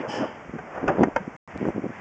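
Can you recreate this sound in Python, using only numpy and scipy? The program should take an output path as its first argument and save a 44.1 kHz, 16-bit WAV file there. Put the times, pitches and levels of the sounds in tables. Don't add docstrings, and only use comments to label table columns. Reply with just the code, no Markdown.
import sys
import numpy as np
from scipy import signal
from scipy.fft import rfft, irfft
from scipy.io import wavfile
from scipy.ndimage import uniform_filter1d

SR = 44100
rng = np.random.default_rng(int(sys.argv[2]) if len(sys.argv) > 2 else 0)


def unload_wav(signal):
    wavfile.write(
        sys.argv[1],
        SR,
        np.round(np.clip(np.atleast_2d(signal).T, -1, 1) * 32767).astype(np.int16),
    )


def gain_from_decibels(decibels):
    exponent = np.asarray(decibels, float) / 20
    return 10 ** exponent


N = 88332


def unit(x):
    return x / np.sqrt(np.mean(x ** 2))


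def colour(x, points):
    f, db = np.array(points).T
    hz = np.arange(N // 2 + 1) * SR / N + 1
    gain = gain_from_decibels(np.interp(np.log(hz), np.log(f), db, left=-120, right=-120))
    return irfft(rfft(x) * gain, N)


def band(x, hz, width_hz):
    return signal.lfilter(*signal.iirpeak(hz, hz / width_hz, fs=SR), x)


def noise_band(hz, width_hz):
    noise = rng.standard_normal(N)
    return unit(band(band(noise, hz, width_hz), hz, width_hz))


def walk(rate):
    hold = int(SR / rate)
    steps = np.repeat(rng.standard_normal(N // hold + 1), hold)
    return 0.6 * uniform_filter1d(uniform_filter1d(steps, hold), hold)[:N]


# [f/Hz, level/dB]
AIR_COLOUR = [(18, -49.5), (30, -19), (195, 0), (469, -6.5), (599, -3.5), (813, -4), (1330, -7),
              (2250, -10.5), (3900, -38.5), (5070, -72.5), (8580, -120)]


def air():
    noise = unit(colour(rng.standard_normal(N), AIR_COLOUR))
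    return gain_from_decibels(-42) * noise * gain_from_decibels(2.7 * walk(7.8))


# [t/s, level/dB]
DRAG_LEVEL = [(0, -40), (.05, -34.5), (0.078, -39.5), (.13, -36.5), (0.169, -32.5), (0.234, -30.5),
              (0.28, -40), (.5, -55.5), (.66, -46.5), (0.779, -33.5), (0.857, -37), (.93, -28.5),
              (.97, -35), (1.118, -50), (1.141, -54), (1.33, -51), (1.52, -58.5), (1.659, -43),
              (1.85, -52.5), (2, -58)]
# [f/Hz, level/dB]
DRAG_COLOUR = [(90, -28.5), (200, -12), (350, -7), (550, 2.5), (900, -4.5), (1600, -9.5), (2560, -21.5),
               (3900, -38.5)]


def drag(t):
    grit = rng.standard_normal(N) * gain_from_decibels(2.5 * walk(150))
    times, levels = np.array(DRAG_LEVEL).T
    return unit(colour(grit, DRAG_COLOUR)) * gain_from_decibels(np.interp(t, times, levels) + 3 * walk(25))


# [t/s, peak level/dB, ring f/Hz,
# direction of push (+1 or -1)]
BUMPS = [(0.0055, -21.5, 323, 1), (0.0133, -23.5, 334, 1), (0.036, -25.6, 557, -1),
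         (0.0505, -24.5, 523, -1), (0.0915, -25.7, 231, 1), (0.1068, -26.5, 304, 1),
         (0.1407, -22.6, 525, -1), (0.1588, -21.5, 495, -1), (0.1723, -25.3, 356, -1),
         (0.1834, -22.3, 345, 1), (0.1976, -20.9, 232, 1), (0.211, -14.8, 274, -1),
         (0.2229, -18.5, 234, 1), (0.2304, -19.6, 465, 1), (0.2394, -22.4, 588, -1),
         (0.2547, -23.5, 312, -1), (0.4957, -24.7, 229, 1), (0.539, -22.8, 259, -1),
         (0.5552, -23.8, 242, 1), (0.7818, -24.6, 486, 1),
         (0.8315, -20.2, 280, -1), (0.8415, -14.3, 325, 1), (0.8496, -20.9, 230, -1),
              (0.8582, -24.5, 328, 1), (0.8681, -24.6, 328, -1), (0.9042, -9.5, 356, 1),
              (0.9139, -18.4, 379, -1), (0.9271, -20.2, 389, 1), (0.9355, -22.2, 515, 1),
              (0.9436, -25.9, 430, -1), (0.9532, -20.7, 408, 1), (0.9613, -25.5, 391, -1),
              (0.9719, -24.1, 459, 1), (0.9847, -11.1, 371, 1), (0.9943, -10.6, 322, 1),
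              (1.0046, -14.5, 260, 1), (1.0095, -6.0, 330, 1), (1.0156, -15, 400, 1),
              (1.0208, -7.2, 284, 1), (1.0304, -18, 322, 1), (1.0384, -9.5, 370, 1),
              (1.0463, -18.1, 457, 1), (1.0578, -18.9, 288, -1), (1.0735, -16.9, 276, 1),
              (1.0843, -15.2, 301, 1), (1.279, -20.4, 232, -1),
         (1.5615, -23.6, 271, 1), (1.6181, -16.5, 275, 1), (1.6288, -16.3, 251, 1),
               (1.6418, -22.4, 297, 1), (1.6536, -14.2, 391, -1), (1.6674, -14.0, 287, 1),
               (1.6781, -21.5, 309, -1), (1.6869, -11.6, 394, 1), (1.7041, -21.5, 311, 1),
               (1.7497, -25.3, 211, -1), (1.7623, -16.5, 237, 1), (1.7718, -23.3, 204, 1),
               (1.7812, -15.3, 271, 1), (1.7945, -22.9, 235, -1), (1.8439, -19.0, 282, -1),
               (1.8563, -24.9, 260, 1), (1.8658, -19, 246, 1), (1.8951, -26.2, 255, -1),
         (.565, -24, 212, -1), (0.64, -34, 241, 1), (0.549, -27, 222, 1), (1.585, -28, 130, -1),
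               (1.604, -26.5, 262, 1), (1.822, -31, 298, 1), (1.6924, -18, 330, 1), (1.8397, -23, 300, 1),
               (1.9055, -28, 220, 1), (1.6131, -23, 300, 1), (1.0341, -11, 640, 1), (1.0354, -8, 800, 1),
               (1.0245, -18, 230, 1), (.8767, -18, 500, 1), (1.5565, -28, 420, -1), (.9887, -18, 330, 1),
               (1.8615, -26, 420, 1), (.8990, -15, 260, 1), (.8840, -13, 620, 1)]


def bumps(t):
    first_pull_ends_s, shudder_s = 0.3, 0.0071
    out, shake = np.zeros(N), np.zeros(N)
    for s, db, hz, way in BUMPS:
        i = slice(max(int((s - 0.03) * SR), 0), int((s + 0.05) * SR))
        turns = (t[i] - s) * hz
        far = s < first_pull_ends_s
        rise = np.exp(-(turns / 0.38) ** 2)
        fall = np.exp(-turns / (1.5 if far else 0.73))
        push = np.where(turns < 0, rise, fall) * np.cos(2 * np.pi * turns)
        if not far:
            push += 0.3 * np.exp(-(turns / 0.34) ** 2) * np.cos(4 * np.pi * turns)
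        out[i] += np.sign(way) * gain_from_decibels(db) * push
        shake[i] += gain_from_decibels(db) * np.exp(-np.abs(t[i] - s) / shudder_s)
    wobble = gain_from_decibels(-16.5) * noise_band(234, 247)
    chatter = gain_from_decibels(-30.5) * noise_band(640, 300)
    out = out + shake * (wobble + chatter)
    no_rumble = signal.butter(2, 90, "high", fs=SR, output="sos")
    return signal.sosfiltfilt(no_rumble, out)


# [middle t/s, half length/s, level/dB, centre f/Hz]
SCUFFS = [
    (.01, 0.018, -42, 2200),
    (1.515, 0.011, -46, 1990),
    (1.62, 0.076, -46, 2000),
    (.76, .02, -44, 1600),
    (1.967, 0.066, -45.5, 1760),
    (.89, .014, -31, 1500),
    (1.105, .02, -40, 750),
]


def scuff(t, brushes):
    out = np.zeros(N)
    for s, half_s, db, hz in brushes:
        swell = np.exp(-((t - s) / half_s) ** 2)
        out += gain_from_decibels(db) * swell * noise_band(hz, 0.45 * hz)
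    return out


# [f/Hz, width/Hz, level/dB]
SLIDE_LOW = [(863, 160, 0.5), (1750, 92, -9.5), (2320, 260, -13.5), (2685, 120, -14), (3046, 430, -7)]
SLIDE_HIGH = [(4680, 140, -30.5), (5230, 820, -12.5), (6050, 150, -23), (6780, 650, -21.5),
              (7930, 340, -33)]


def slide(t, bands, fade=1):
    start_s, attack_s, hold_s, t60_s = 0.075, 0.025, 0.068, 0.67
    u = t - start_s
    rise = np.clip(u / attack_s, 0, 1)
    fall = gain_from_decibels(-60 * np.clip(u - attack_s - hold_s, 0, None) / t60_s / fade)
    hiss = sum(gain_from_decibels(db) * noise_band(hz, width_hz) for hz, width_hz, db in bands)
    flicker = gain_from_decibels(0.5 * walk(67))
    return gain_from_decibels(-35) * rise * fall * flicker * hiss


# [t/s, peak level/dB, f/Hz, half length/s]
LURCHES = [
    (0.084, -35, 129.5, 0.0094),
    (.19, -40, 110, .02),
    (0.498, -43, 63.4, 0.018),
    (0.846, -39, 112.6, 0.022),
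    (1.155, -40.5, 44.3, .012),
    (1.21, -29.5, 189.4, 0.01),
    (1.556, -36.5, 76.6, 0.014),
    (1.694, -38, 61.1, 0.018),
    (1.9, -38, 121, 0.02),
]


def lurches(t):
    out = np.zeros(N)
    for s, db, hz, half_s in LURCHES:
        swell = np.exp(-((t - s) / half_s) ** 2)
        out += gain_from_decibels(db) * swell * np.cos(2 * np.pi * hz * (t - s))
    return out


# [t/s, f/Hz, peak level/dB, time
# to fall 60 dB/s]
RINGS = [(0.8803, 2580, -21, 0.027), (0.8784, 1480, -17.5, .05), (.8800, 1023, -25, 0.058),
         (0.8831, 394, -15.5, 0.036), (0.8851, 1224, -16, 0.046), (.8880, 776.6, -14, 0.098),
         (0.8895, 1657, -23, .05), (0.897, 282, -15.5, 0.048), (.9035, 580, -17.5, 0.083),
         (.9080, 1750, -34, 0.033), (1.0337, 1404, -20.5, 0.023), (1.0350, 2060, -22, 0.026),
         (1.0396, 1160, -18.5, 0.017), (1.0380, 1790, -27, 0.018), (1.0432, 877, -25.5, .03),
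         (1.0435, 2070, -35, .02), (1.1612, 583, -9, 0.032), (1.1618, 1350, -14.5, 0.03),
         (1.1612, 2150, -22, 0.041), (1.161, 2526, -30, 0.047), (1.1632, 3093, -32.5, .03),
         (1.1650, 905, -15.5, 0.058), (1.1669, 1668, -18.5, 0.029), (1.1700, 495, -21.5, 0.064),
         (1.1625, 263.4, -26.5, 0.045), (1.1612, 3570, -36.5, 0.021), (1.1570, 892, -29, 0.047),
         (.2290, 639, -24, 0.11)]


def rings(t):
    rise_s = 0.00061
    out = np.zeros(N)
    for s, hz, db, t60_s in RINGS:
        u = np.clip(t - s, 0, None)
        out += gain_from_decibels(db - 60 * u / t60_s) * -np.expm1(-u / rise_s) * np.sin(2 * np.pi * hz * u)
    return out


# [t/s, level/dB, rattle length/s, rattle level/dB, brightness/dB per octave]
KNOCKS = [
    (.5845, -31, 0.025, -6, -0.5),
    (.777, -26, 0.0083, -9, -2.5),
    (.8790, -17, 0.02, -4, 1),
    (1.0332, -16.5, 0.0056, -2.5, 2),
    (1.1611, -14.5, 0.012, -14.5, 1.5),
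    (1.6535, -30, 0.0023, -18, -2),
]
# [f/Hz, level/dB, time to fall 60 dB/s]
PIPE = [(495, -7.5, 0.044), (600, 10, 0.018), (763, 2.5, 0.035), (964, 1, 0.045), (1170, 8, 0.011),
        (1450, -4.5, 0.033), (1540, 4, 0.023), (1846, -6, 0.061), (2150, -11, 0.058), (2350, -19.5, 0.024),
        (3106, -60.5, .02)]


def pipe_ring(u, tilt_db, phases):
    out = np.zeros(len(u))
    for (hz, db, t60_s), phase in zip(PIPE, phases):
        level = gain_from_decibels(db + tilt_db * np.log2(hz / 1000) - 60 * u / t60_s)
        out += level * np.sin(2 * np.pi * (hz * u + phase))
    return out


def knocks(t):
    ticks_per_s, tail_t60_s, blow_rise_s = 2500, 0.33, 0.0014
    out = np.zeros(N)
    u = t[:int(0.25 * SR)]
    duller = signal.butter(1, 2160, fs=SR)
    for s, db, rattle_s, rattle_db, tilt_db in KNOCKS:
        ticks = (rng.random(len(u)) < ticks_per_s / SR) * rng.choice([-1, 1], len(u))
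        rattle = ticks / np.sqrt(ticks_per_s * 0.004) * gain_from_decibels(rattle_db) * np.exp(-(u / rattle_s) ** 3)
        tail = rng.standard_normal(len(u)) * gain_from_decibels(-17.5 - 60 * u / tail_t60_s) / np.sqrt(SR * 0.004)
        rebounds = signal.lfilter(*duller, rattle + tail)
        blow = pipe_ring(u, tilt_db, rng.random(len(PIPE))) * -np.expm1(-u / blow_rise_s)
        answer = pipe_ring(u, tilt_db, np.zeros(len(PIPE)))
        hit = blow + signal.fftconvolve(rebounds, answer)[:len(u)]
        i = int(s * SR)
        out[i:i + len(u)] += gain_from_decibels(db - 6) * hit[:N - i]
    return out


# [f/Hz, level/dB]
CRACK_COLOUR = [(4050, -29.5), (4400, -6.5), (6300, -1), (7300, -9.5), (8600, -28.5)]


def cracks(t):
    length_s = 0.0063
    env = np.zeros(N)
    for s, db, _, _, tilt_db in KNOCKS:
        env += gain_from_decibels(db - 31.5 + 2.6 * tilt_db) * (t > s) * np.exp(-((t - s) / length_s) ** 2)
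    return env * unit(colour(rng.standard_normal(N), CRACK_COLOUR))


def scene():
    t = np.arange(N) / SR
    breath = air()
    blows = bumps(t) + knocks(t) + rings(t) + lurches(t)
    friction = drag(t) + slide(t, SLIDE_LOW) + scuff(t, SCUFFS)
    return (breath + blows + friction)[None]


def top_cut(x):
    return signal.sosfilt(signal.butter(12, 8950, fs=SR, output="sos"), x)


# [f/Hz, level/dB]
BAND_EDGE = [(20, -3.5), (60, 0), (3000, -1.5), (3500, -6), (3880, -17), (4000, -24)]
MIRROR = [(4000, -28), (4120, -4.5), (5000, -12), (6000, -29.5), (6800, -34), (7200, -49), (7500, -84.5)]
# [f/Hz, level/dB]
HISS_COLOUR = [(3100, 4.5), (3900, -17), (4000, -35.5), (4100, -14), (5500, -0.5), (7000, -1),
               (8000, -10.5), (8800, -37)]
# [middle t/s, half length/s, level/dB, centre f/Hz]
WISP = [
    (1.683, .03, -65, 6200),
]
# [start t/s, end t/s]
GAP_S = (1.3648, 1.4758)


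def record(dry):
    sample_hz, bend, splice_s = 8000, 0.75, 1.5762
    t = np.arange(N) / SR
    bent = np.expm1(bend * dry[0]) / bend
    low = colour(bent, BAND_EDGE)
    mirrored = colour(2 * low * np.cos(2 * np.pi * sample_hz * t), MIRROR)
    bright = cracks(t) + scuff(t, WISP) + slide(t, SLIDE_HIGH, fade=0.54)
    hiss = gain_from_decibels(-68.5) * unit(colour(rng.standard_normal(N), HISS_COLOUR))
    click = gain_from_decibels(-27) * (t > splice_s) * np.exp(-np.clip(t - splice_s, 0, None) / 0.00034)
    mix = low + mirrored + bright + hiss + click
    mix = mix * ((t < GAP_S[0]) | (t > GAP_S[1]))
    mix = signal.sosfilt(signal.butter(12, 8700, fs=SR, output="sos"), mix)
    return top_cut(mix[None])


dry = scene()
out = record(dry)
unload_wav(out)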